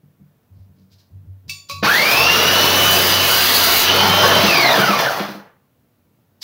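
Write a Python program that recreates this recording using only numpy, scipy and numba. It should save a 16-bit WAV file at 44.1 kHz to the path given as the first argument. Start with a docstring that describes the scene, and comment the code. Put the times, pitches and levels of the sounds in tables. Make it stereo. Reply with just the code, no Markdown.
"""A belt sander built round an angle grinder stands on a workbench in a small room. Hands bump the
bench, gloves slide, and a steel piece clinks on the tool rest. The grinder starts with a jolt: gears
rattle and whine up to speed, the belt slaps and hisses. Steel pressed on the belt rasps and squeals,
and the speed sags. Once it is lifted the frame shakes harder and growls; switched off, the machine
coasts down, chattering and thudding on the bench. Last, the steel touches the rest again."""
import sys
import numpy as np
from scipy import signal
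from scipy.fft import rfft, irfft, next_fast_len
from scipy.io import wavfile
from scipy.ndimage import uniform_filter1d, map_coordinates
from numba import njit

SR = 44100
rng = np.random.default_rng(int(sys.argv[2]) if len(sys.argv) > 2 else 0)


def generate_wav(sig):
    """Save sig (samples, or channels by samples) to the path in sys.argv[1] as 16-bit PCM at SR."""
    pcm = np.round(np.clip(np.atleast_2d(sig).T, -1, 1) * 32767).astype(np.int16)
    wavfile.write(sys.argv[1], SR, pcm)


N = 283563
TIME = np.arange(N) / SR

# room tone: f/Hz, level/dB
AIR_COLOUR = [(18, -50), (30, -23.5), (97, 0), (230, -2.5), (380, -10.5), (640, -12), (820, -16.5),
              (1360, -21), (5040, -31), (9000, -34.5), (15500, -23.5)]
# hands bump the bench: t/s, peak/dB, length/s, hardness/(dB per octave)
HAND_BUMPS = [(0.031, -43, 0.017, 8), (0.197, -38.5, 0.036, 12), (0.5, -40, 0.045, -38),
              (0.555, -36, 0.049, -21), (0.659, -43, 0.057, -5), (0.749, -44, 0.074, 8),
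              (0.9, -46.5, 0.04, -12), (1.101, -32, 0.089, -22), (1.238, -31, 0.061, -30),
              (1.439, -36, 0.079, -19), (1.699, -31.5, 0.2, -18), (6.302, -57, .0054, -12)]
# modes of bench top, steel piece, tool rest and machine base: f/Hz, level/dB, t60/s
BENCH_MODES = [(95.7, -0.5, 0.45), (148, 0, 0.34), (189, -2.5, 0.49)]
STEEL_MODES = [(2300, 1, 0.089), (2670, -0.5, 0.1), (3480, -18, .45), (4550, -6.5, 0.36),
               (7030, -12.5, 0.4), (8533, -14.5, 0.12), (9555, -17, 0.11)]
REST_MODES = [(560, -11, 0.23), (1125, 0, 0.51), (2530, -3, .26), (3994, -5, .45), (4580, -7.5, .3),
              (5630, -15, .2)]
BASE_MODES = [(150, -16, 0.15), (200.7, 1.5, .24), (308, -4, 0.16), (364.4, -4, .13), (500, -1.5, 0.076)]
# gloves and steel slide, and the steel scrapes as it lands: t/s, level/dB, half length/s
SLIDES = [(.6, -74.5, 0.068), (0.804, -70, 0.044), (0.933, -56, 0.02), (1.002, -57, 0.02),
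          (1.493, -35, 0.0081), (1.699, -28.5, 0.0082), (6.429, -27.5, 0.0108)]
# steel touches the rest: t/s, steel ring/dB, rest ring/dB, crack/dB
STEEL_TOUCHES = [(1.495, -16.5, -43.5, -15.5), (1.697, -26.5, -18.5, -21.5), (1.709, -27.5, -29.5, -19),
                 (6.425, -63, -44, -22)]
# spectra of rasping steel, contact crack, gear housing, frame and belt: f/Hz, level/dB
RASP_COLOUR = [(2000, -13), (3400, -9.5), (4100, -0.5), (4650, -4.5), (4900, -2), (5200, -22),
               (7500, -29.5), (12000, -34.5)]
CRACK_COLOUR = [(400, -31.5), (1500, -17), (2400, -8.5), (5000, 8.5), (7000, -5), (8500, -15),
                (12000, -10.5), (15500, -6.5)]
GEAR_COLOUR = [(100, -22), (170, -7), (400, 4.5), (700, 2), (1200, 6), (1900, 4), (2800, 5.5), (3500, 5.5),
               (4800, 3), (5300, 1), (6200, -1.5), (7400, -47.5), (11000, -28)]
FRAME_COLOUR = [(80, -36), (130, -4.5), (200, -5), (260, -8), (400, -3.5), (700, -0.5), (1200, -4.5),
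                (1700, -7.5), (3000, -18.5), (8000, -54.5)]
BELT_COLOUR = [(5000, -22.5), (6500, -4), (8000, -12.5), (10000, -7.5), (12000, -5.5), (13500, -3),
               (15300, 0.5)]
# the machine jolts on the bench: t/s, rattle gain/dB, thud peak/dB
MACHINE_JOLTS = [(1.823, 9.5, -14), (4.025, 1, -21.5), (4.235, 1.5, -27.5), (4.429, 4, -11),
                 (4.773, -2.5, -13), (4.887, 1.5, -14), (4.989, 8.5, -26), (5.196, 7.5, -17),
                 (5.283, 4.5, -23), (5.345, 1.5, -25)]
# partials of the wheel's shake and the gear whine: multiple of spindle speed, level/dB
SHAKE_PARTIALS = [(1, 1), (2, -5), (3, -8), (4, -0.5)]
WHINE_PARTIALS = [(30, -11), (31, -11), (32, -1.5), (33, -15)]
# fader rides of the gear whine, its octave and the belt hiss: t/s, level/dB
WHINE_RIDE = [(1.85, -8.5), (1.9, 6), (1.95, -2.5), (2.2, 0.5), (2.48, -2), (2.65, -3), (2.92, -2),
              (3.02, -10), (3.2, 0.5), (3.3, -5), (3.5, -17), (3.62, -8.5), (3.865, -10), (3.9, 4.5),
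              (3.95, -7.5), (4.0, 3), (4.06, -9.5), (4.11, -2), (4.38, -1), (4.42, -9.5), (4.54, 1.5),
              (4.72, -5.5), (4.9, -3), (4.96, -5.5), (5.2, -32)]
OCTAVE_RIDE = [(1.86, -6.5), (2.2, -8.5), (2.5, -9), (3.5, -14.5), (4.48, -17.5), (4.57, -6), (4.72, -4),
               (4.8, -8), (4.92, -5), (5.0, -18), (5.06, -5), (5.3, -30)]
HISS_RIDE = [(1.85, 0.5), (2.2, -1), (2.7, 1.5), (2.95, 3), (3.28, 3), (3.5, 6.5), (3.79, 6), (3.9, -4),
             (4.45, -2.5), (4.7, -4.5)]
# narrow resonances of the side plates: f/Hz, level/dB
PLATE_MODES = [(695, -33), (923, -45), (1086, -34), (1213, -34.5)]
# tones of fan and commutator: multiple of motor shaft speed, level/dB
ROTOR_PARTIALS = [(8, -30), (10, -29.5), (12, -27.5)]
# force of the steel on the belt: t/s, share of full force
STEEL_FORCE = [(2.45, 0), (2.95, .32), (3.4, .9), (3.82, 1), (3.88, .45), (4.06, 0)]
# the pressed steel squeals: t/s, length/s, level/dB
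SQUEALS = [(2.919, 0.26, -24), (3.271, 0.51, -24.5)]
# wandering resonance of the shaking frame: t/s, f/Hz, level/dB
GROWL_PATH = [(3.85, 720.7, -42.5), (4.04, 932, -20.5), (4.13, 830, -28), (4.2, 599.3, -18),
              (4.27, 519.6, -22.5), (4.35, 560, -27), (4.46, 617, -22), (4.6, 757.8, -22.5),
              (4.71, 701, -14.5), (4.8, 670.5, -25), (5.12, 689, -25), (5.4, 599, -60)]
# EQ of the room's side signal: f/Hz, level/dB
SIDE_COLOUR = [(80, -22), (180, -9), (350, -10), (700, -6.5), (1400, -0.5), (5000, 0.5), (14000, -0.5)]
# balance of the microphone pair: f/Hz, left minus right/dB
MIC_BALANCE = [(60, 5), (110, -3.5), (200, 0.5), (380, -2), (700, 0.5), (1290, -0.5), (2380, -0.5),
               (4400, -1), (8120, 2.5), (15000, 3.5)]

ON_S, OFF_S, FREE_HZ = 1.825, 4.388, 97.67  # the switch, and the spindle's free-running speed
SHAKY_S, SHAKY_RISE_S = 3.86, .27  # the frame shakes harder as the steel lifts
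AIR_DB, GEAR_DB, CHATTER_DB, SHAKE_DB, HISS_DB, WHINE_DB = -61, -16, -19.5, -27.5, -20, -14.5  # trims


def undb(db):
    """Decibels to gain."""
    return 10 ** (np.asarray(db) / 20)


def unit(x):
    """Scale to rms 1."""
    return x / np.sqrt(np.mean(x ** 2))


def steady(x):
    """Ride the slow level to rms 1."""
    return x / np.sqrt(uniform_filter1d(x ** 2, size=2048) + 1e-6)


def colour(x, points):
    """EQ through (f/Hz, level/dB) points."""
    hz, db = np.transpose(points)
    size = next_fast_len(x.shape[-1] + 4096)
    freqs = np.maximum(np.arange(size // 2 + 1) * SR / size, 1)
    gain = undb(np.interp(np.log(freqs), np.log(hz), db))
    return irfft(rfft(x, size) * gain, size)[..., :x.shape[-1]]


def noise(size=N):
    """White noise."""
    return rng.standard_normal(size)


def walk(rate, size=N):
    """Smooth random drift with a spread near 1 and `rate` new values a second."""
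    return 1.2 * np.interp(TIME[:size] * rate, np.arange(4096), noise(4096))


def fade(t, t60):
    """Exponential decay by 60 dB in t60 seconds."""
    return np.exp(-np.log(1000) * t / t60)


def ramp(start, seconds):
    """Rise from 0 to 1, beginning at a time."""
    return np.clip((TIME - start) / seconds, 0, 1)


def gate(start, length, rise_s=.035, fall_s=.035):
    """Envelope that opens, holds and closes."""
    return ramp(start, rise_s) - ramp(start + length - fall_s, fall_s)


def curve(rows, column=1):
    """One column of a table, joined by straight lines in time."""
    columns = np.transpose(rows)
    return np.interp(TIME, columns[0], columns[column])


def lag(x, seconds):
    """Follow a control sluggishly, as inertia does."""
    keep = np.exp(-1 / (seconds * SR))
    return signal.lfilter([1 - keep], [1, -keep], x)


def add(track, start, sound):
    """Mix a sound in at a time in seconds."""
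    i = int(np.clip(start * SR, 0, N - 1))
    track[i:i + len(sound)] += sound[:N - i]


def ring(modes, tilt_db=0):
    """Struck modes, tilted by dB per octave; high modes crowd together and beat."""
    t, out = TIME[:SR // 2], 0
    for hz, db, t60 in modes:
        crowding = np.clip(hz / 1200 - 1, 0, 1)
        cluster = 1 - crowding + crowding * (walk(130, len(t)) + 1j * walk(130, len(t))) / 2
        tone = np.imag(cluster * np.exp(2j * np.pi * hz * t))
        out = out + undb(db + tilt_db * np.log2(hz / modes[0][0])) * fade(t, t60) * tone
    return out


def knocks(cycles, scatter_db):
    """One impact of random sign near the middle of each cycle, scattered in level."""
    jitter, size = rng.standard_normal((int(cycles[-1]), 2)).T
    at = np.searchsorted(cycles, np.arange(len(jitter)) + .5 + .2 * jitter)
    hits = np.sign(noise(len(at))) * undb(scatter_db * size)
    return np.bincount(np.minimum(at, N), hits, N + 1)[:N]


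@njit
def resonate(x, hz, width):
    """Band-pass whose centre may move every sample."""
    y, band, low = np.empty(len(x)), 0., 0.
    for i in range(len(x)):
        g, k = np.tan(np.pi * hz[i] / SR), width / hz[i]
        v = (band + g * (x[i] - low)) / (1 + g * (g + k))
        band, low, y[i] = 2 * v - band, low + 2 * g * v, k * v
    return y


def narrow_band(x, hz, width):
    """Two band-passes in series, held at an even level."""
    return steady(unit(resonate(resonate(x, hz, width), hz, width)))


def room_tone():
    """A faint, dark bed of still air."""
    return unit(colour(noise(), AIR_COLOUR)) * undb(AIR_DB)


def bench_radiation(x, lowest_hz=72):
    """The bench top radiates little below its first mode."""
    return signal.sosfilt(signal.butter(4, lowest_hz, "high", fs=SR, output="sos"), x)


def hand_bumps():
    """Soft, uneven pushes of the hands set the bench top booming."""
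    out = np.zeros(N)
    for start, db, length, hardness_db in HAND_BUMPS:
        push = noise(SR // 4)[:int(length * SR)]
        boom = bench_radiation(signal.fftconvolve(push, ring(BENCH_MODES, hardness_db)), lowest_hz=74)
        add(out, start, undb(db) * boom / np.abs(boom).max())
    return out


def rubs():
    """Short, gritty slides of glove and steel."""
    grit = noise() * undb(3 * walk(300))
    swell = sum(undb(db) * np.exp(-((TIME - at) / length) ** 2) for at, db, length in SLIDES)
    return swell * unit(colour(grit, RASP_COLOUR) + colour(grit, CRACK_COLOUR))


def steel_clinks(rise_s=.00035, crack_t60=.079, buzz_t60=.19):
    """Each touch cracks, sets the frame buzzing briefly and leaves steel and tool rest ringing."""
    out, t = np.zeros(N), TIME[:SR // 2]
    for start, steel_db, rest_db, crack_db in STEEL_TOUCHES:
        crack = colour(noise(len(t)), CRACK_COLOUR) * (fade(t, crack_t60) + .3 * fade(t, buzz_t60))
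        parts = (ring(STEEL_MODES), steel_db), (ring(REST_MODES), rest_db), (crack, crack_db)
        clink = sum(undb(db) * part / np.abs(part).max() for part, db in parts)
        add(out, start, clink * (1 - np.exp(-t / rise_s)))
    return out


def base_thuds(rise_s=.0059):
    """Each jolt thuds the machine's base on the bench."""
    out, t = np.zeros(N), TIME[:SR // 2]
    for start, _, db in MACHINE_JOLTS:
        attack = 1 - np.exp(-(t / rise_s) ** 2)
        thud = ring(BASE_MODES) * attack * undb(2 * walk(90, len(t)))
        add(out, start, undb(db) * thud / np.abs(thud).max())
    return out


def jolt_gain(t60=.17):
    """The rattle's level jumps at each jolt and settles again."""
    gain = np.ones(N)
    for start, db, _ in MACHINE_JOLTS:
        add(gain, start, (undb(db) - 1) * fade(TIME[:SR], t60))
    return gain


def spindle_speed(load, inrush=.255, inrush_s=.02, run_up_s=.586, sag_hz=4.8, drag_s=1.55):
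    """Turns a second: a quick inrush, a climb on fading torque, a sag under load, a coast to rest."""
    on, off = np.maximum(TIME - ON_S, 0), np.maximum(TIME - OFF_S, 0)
    shortfall = inrush * np.exp(-on / inrush_s) + (1 - inrush) * (1 + on / run_up_s) ** -3.234
    driven = FREE_HZ * (1 - shortfall) - sag_hz * lag(load, seconds=.04)
    friction = 69 * drag_s  # constant friction takes 69 Hz a second on top of the drag
    return np.maximum((driven + friction) * np.exp(-off / drag_s) - friction, 0)


def kick(rise_s):
    """Brief envelope of the starting torque wrenching the machine."""
    return gate(ON_S, length=.057, rise_s=rise_s, fall_s=.025)


def vigour(speed, knee, linger_s=.062):
    """Noise gain: 1 at full speed, dying below the knee (a share of it), lingering at the stop."""
    share = np.maximum(speed, lag(speed, linger_s)) / FREE_HZ
    return (1 + knee ** 2) * share ** 2 / (share ** 2 + knee ** 2)


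def flare(x, depth_db, width_hz, per_s):
    """Narrow bands swell and fade at random, as passing resonances."""
    hz, t, bands = signal.stft(x, SR, nperseg=1024)
    grid = np.meshgrid(hz / width_hz, t * per_s, indexing="ij")
    swells = map_coordinates(rng.standard_normal(bands.shape), grid, order=1)
    return signal.istft(bands * unit(undb(depth_db * swells)), SR)[1][:N]


def gear_rattle(turns, speed):
    """Teeth strike the housing one by one, harder with speed, over the rush of the cooling fan."""
    teeth = knocks(32 * turns, scatter_db=3)
    fan = .11 * noise()
    strength = vigour(speed, knee=.56) + undb(-9) * kick(rise_s=.011)
    rattle = steady(colour(teeth + fan, GEAR_COLOUR)) * strength * undb(GEAR_DB)
    return flare(rattle, depth_db=4, width_hz=110, per_s=16)


def loose_parts(count=1500):
    """Many small rings of plates, bolts and bench tools, each at its own pitch."""
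    out, t = np.zeros(N), TIME[:6000]
    for (when, pitch), size in zip(rng.random((count, 2)), noise(count)):
        hz = 130 + 1900 * pitch ** 1.5
        ping = fade(t, .11) * np.sin(2 * np.pi * hz * t)
        add(out, when * TIME[-1], undb(4 * min(size, 1.6)) * hz ** .25 * ping)
    return unit(out)


def frame_chatter(turns, speed, load, load_db=-11.5, shaky_db=2):
    """Belt and rollers slap the frame; pressed steel damps it, hard shaking rings loose parts."""
    throb = 1 + .14 * np.cos(4 * np.pi * turns)  # twice a turn
    slaps = steady(knocks(20 * turns, scatter_db=0) + .091 * noise()) * throb
    shaky = ramp(SHAKY_S, SHAKY_RISE_S)
    drive = vigour(speed, knee=.5, linger_s=.14) + undb(-1) * kick(rise_s=.0088)
    strength = drive * undb(CHATTER_DB + load_db * load ** 2 + shaky_db * shaky)
    ringing_share = np.interp(strength, undb([-23, -17]), [.25, .75])
    slapping = np.sqrt(1 - ringing_share) * unit(colour(slaps, FRAME_COLOUR))
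    ringing = np.sqrt(ringing_share) * unit(colour(loose_parts(), FRAME_COLOUR))
    bunching = unit(undb(2.5 * walk(55) * shaky))
    return (slapping + ringing) * bunching * strength


def wheel_shake(turns, speed, load, bench_hz=94.8, width_hz=10, load_db=-7, rumble_db=-51):
    """The unbalanced wheel rocks the bench once a turn, most near its lowest mode, which rumbles too."""
    hum = sum(undb(db + 1.6 * walk(10)) * np.sin(2 * np.pi * order * turns + .15 * order * walk(8))
              for order, db in SHAKE_PARTIALS)
    resonance = speed / FREE_HZ / np.hypot(1, 2 * (speed - bench_hz) / width_hz)
    shake = hum * resonance * undb(SHAKE_DB + load_db * load ** 2)
    rumble = unit(signal.fftconvolve(noise(), ring(BENCH_MODES[:1]))[:N])
    rumble *= vigour(speed, knee=.21) + kick(rise_s=.006)
    return bench_radiation(shake + undb(rumble_db) * rumble)


def belt_hiss(speed, load, rasp_db=-21):
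    """Abrasive grains hiss over the backing plate and rasp on the steel as it is pressed."""
    grains = noise() * undb(2 * rng.exponential(size=N))
    surge_db = np.minimum(walk(25), 1.2)
    flicker_db = 1.8 * walk(90)
    level = vigour(speed, knee=.36) * undb(HISS_DB + curve(HISS_RIDE) + surge_db + flicker_db)
    hiss = unit(colour(grains, BELT_COLOUR)) * level
    rasp = unit(colour(noise(), RASP_COLOUR)) * load ** 2 * undb(rasp_db + surge_db)
    return hiss + rasp


def plate_ring(speed, t60=.1):
    """The running belt keeps the side plates ringing."""
    t, out = TIME[:SR // 2], 0
    for hz, db in PLATE_MODES:
        mode = fade(t, t60) * np.sin(2 * np.pi * hz * t)
        out = out + undb(db) * unit(signal.fftconvolve(noise(), mode)[:N])
    return out * (speed / FREE_HZ) ** 2


def gear_whine(turns, speed, flutter_db=4, bounce_db=9, low_hz=1000, high_hz=6000):
    """The mesh sings at 32 times spindle speed and an octave up; runout adds sidebands, play flutter."""
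    slack = np.clip(.95 - speed / speed.max(), 0, .4)  # the teeth bounce more below full speed
    backlash = (.3 + .98 * slack) * walk(200) + 2.2 * slack * walk(45)
    partials = [(order, db + curve(WHINE_RIDE)) for order, db in WHINE_PARTIALS]
    out = 0
    for order, db in partials + [(64, curve(OCTAVE_RIDE))]:
        hz = order * speed
        housing_band = 1 / np.sqrt((1 + (low_hz / (hz + 1)) ** 8) * (1 + (hz / high_hz) ** 16))
        smear = np.where(TIME < OFF_S, 1.2, .6) * walk(450) * (order == 64)  # most on driven teeth
        phase = 2 * np.pi * order * turns + backlash * order / 32 + smear + .25 * walk(12)
        flutter = (flutter_db + bounce_db * slack * 32 / order) * np.minimum(walk(110), 1)
        out = out + housing_band * undb(db + flutter) * np.sin(phase)
    return out * undb(WHINE_DB)


def rotor_tones(turns, speed, load, gear_ratio=32 / 9):
    """Fan and commutator add thin tones around the whine, clearest when the motor runs free."""
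    tones = sum(undb(db) * np.sin(2 * np.pi * order * gear_ratio * turns + .4 * walk(25))
                for order, db in ROTOR_PARTIALS)
    return tones * (speed / FREE_HZ) ** 6 * (1 - load / 2)


def steel_squeal(hz=4825., width_hz=380., flicker_db=3, grains_per_s=700):
    """Grains of the belt catch on the pressed steel, which rings unevenly in a narrow band."""
    grains = knocks(grains_per_s * TIME, scatter_db=6)
    tone = narrow_band(grains, np.full(N, hz), width_hz)
    flicker = undb(flicker_db * np.minimum(walk(60), 1))
    return tone * flicker * sum(undb(db) * gate(start, length) for start, length, db in SQUEALS)


def frame_growl(turns, width_hz=260.):
    """With the steel lifted, belt slaps drive one wandering resonance of the shaking frame."""
    slaps = knocks(4 * turns, scatter_db=3) + .015 * noise()
    body = narrow_band(slaps, curve(GROWL_PATH), width_hz)
    throb = 1 + .31 * np.cos(2 * np.pi * turns)
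    sounding = (TIME > GROWL_PATH[0][0]) & (TIME < GROWL_PATH[-1][0])
    return body * throb * undb(curve(GROWL_PATH, column=2)) * sounding


def sander():
    """Three stems on one spindle speed and load: machine noise, whine and bench shake."""
    load = curve(STEEL_FORCE)
    speed = spindle_speed(load)
    turns = np.cumsum(speed) / SR
    rattle = jolt_gain() * (gear_rattle(turns, speed) + frame_chatter(turns, speed, load))
    machine = rattle + frame_growl(turns) + plate_ring(speed) + belt_hiss(speed, load) + steel_squeal()
    whine = gear_whine(turns, speed) + rotor_tones(turns, speed, load)
    return machine, whine, wheel_shake(turns, speed, load)


def whiten(response):
    """Flatten a room response's broad colour, keep its fine ripple and fade its tail."""
    spectrum = rfft(response)
    flat = irfft(spectrum / np.sqrt(uniform_filter1d(np.abs(spectrum) ** 2, size=33)))
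    return flat * np.clip(2 - np.linspace(0, 3, len(flat)), 0, 1)


def workshop(x, wet_db, side_db=-2, t60=.34):
    """Bare walls close by: a short dense echo, wide in the treble and narrow in the bass."""
    t = TIME[:SR // 2]
    echoes = rng.standard_normal((2, len(t))) * fade(t, t60) * (t > .002)
    echoes /= np.sqrt(np.sum(echoes ** 2, axis=1, keepdims=True))
    mid = signal.fftconvolve(x, whiten((t == 0) + undb(wet_db) * echoes[0]))[:N]
    side = undb(side_db) * colour(signal.fftconvolve(x, whiten(echoes[1]))[:N], SIDE_COLOUR)
    return np.array([mid + side, mid - side])


def scene():
    """Machine and handling sit in the room, the whine a little drier; the bench booms dead centre."""
    machine, whine, shake = sander()
    air = room_tone()
    room = workshop(machine + steel_clinks() + rubs() + air, wet_db=-3) + workshop(whine, wet_db=-4)
    return room + shake + hand_bumps() + base_thuds()


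def record(dry, ceiling=.94, top_hz=15700):
    """Each microphone has its own slight colour; peaks are soft-clipped and the top is cut."""
    pair = np.array([colour(x, [(hz, sign * db / 2) for hz, db in MIC_BALANCE])
                     for x, sign in zip(dry, (1, -1))])
    rounded = pair / (1 + np.abs(pair / ceiling) ** 6) ** (1 / 6)
    return signal.sosfilt(signal.ellip(10, .2, 70, top_hz, fs=SR, output="sos"), rounded)


dry = scene()
out = record(dry)
generate_wav(out)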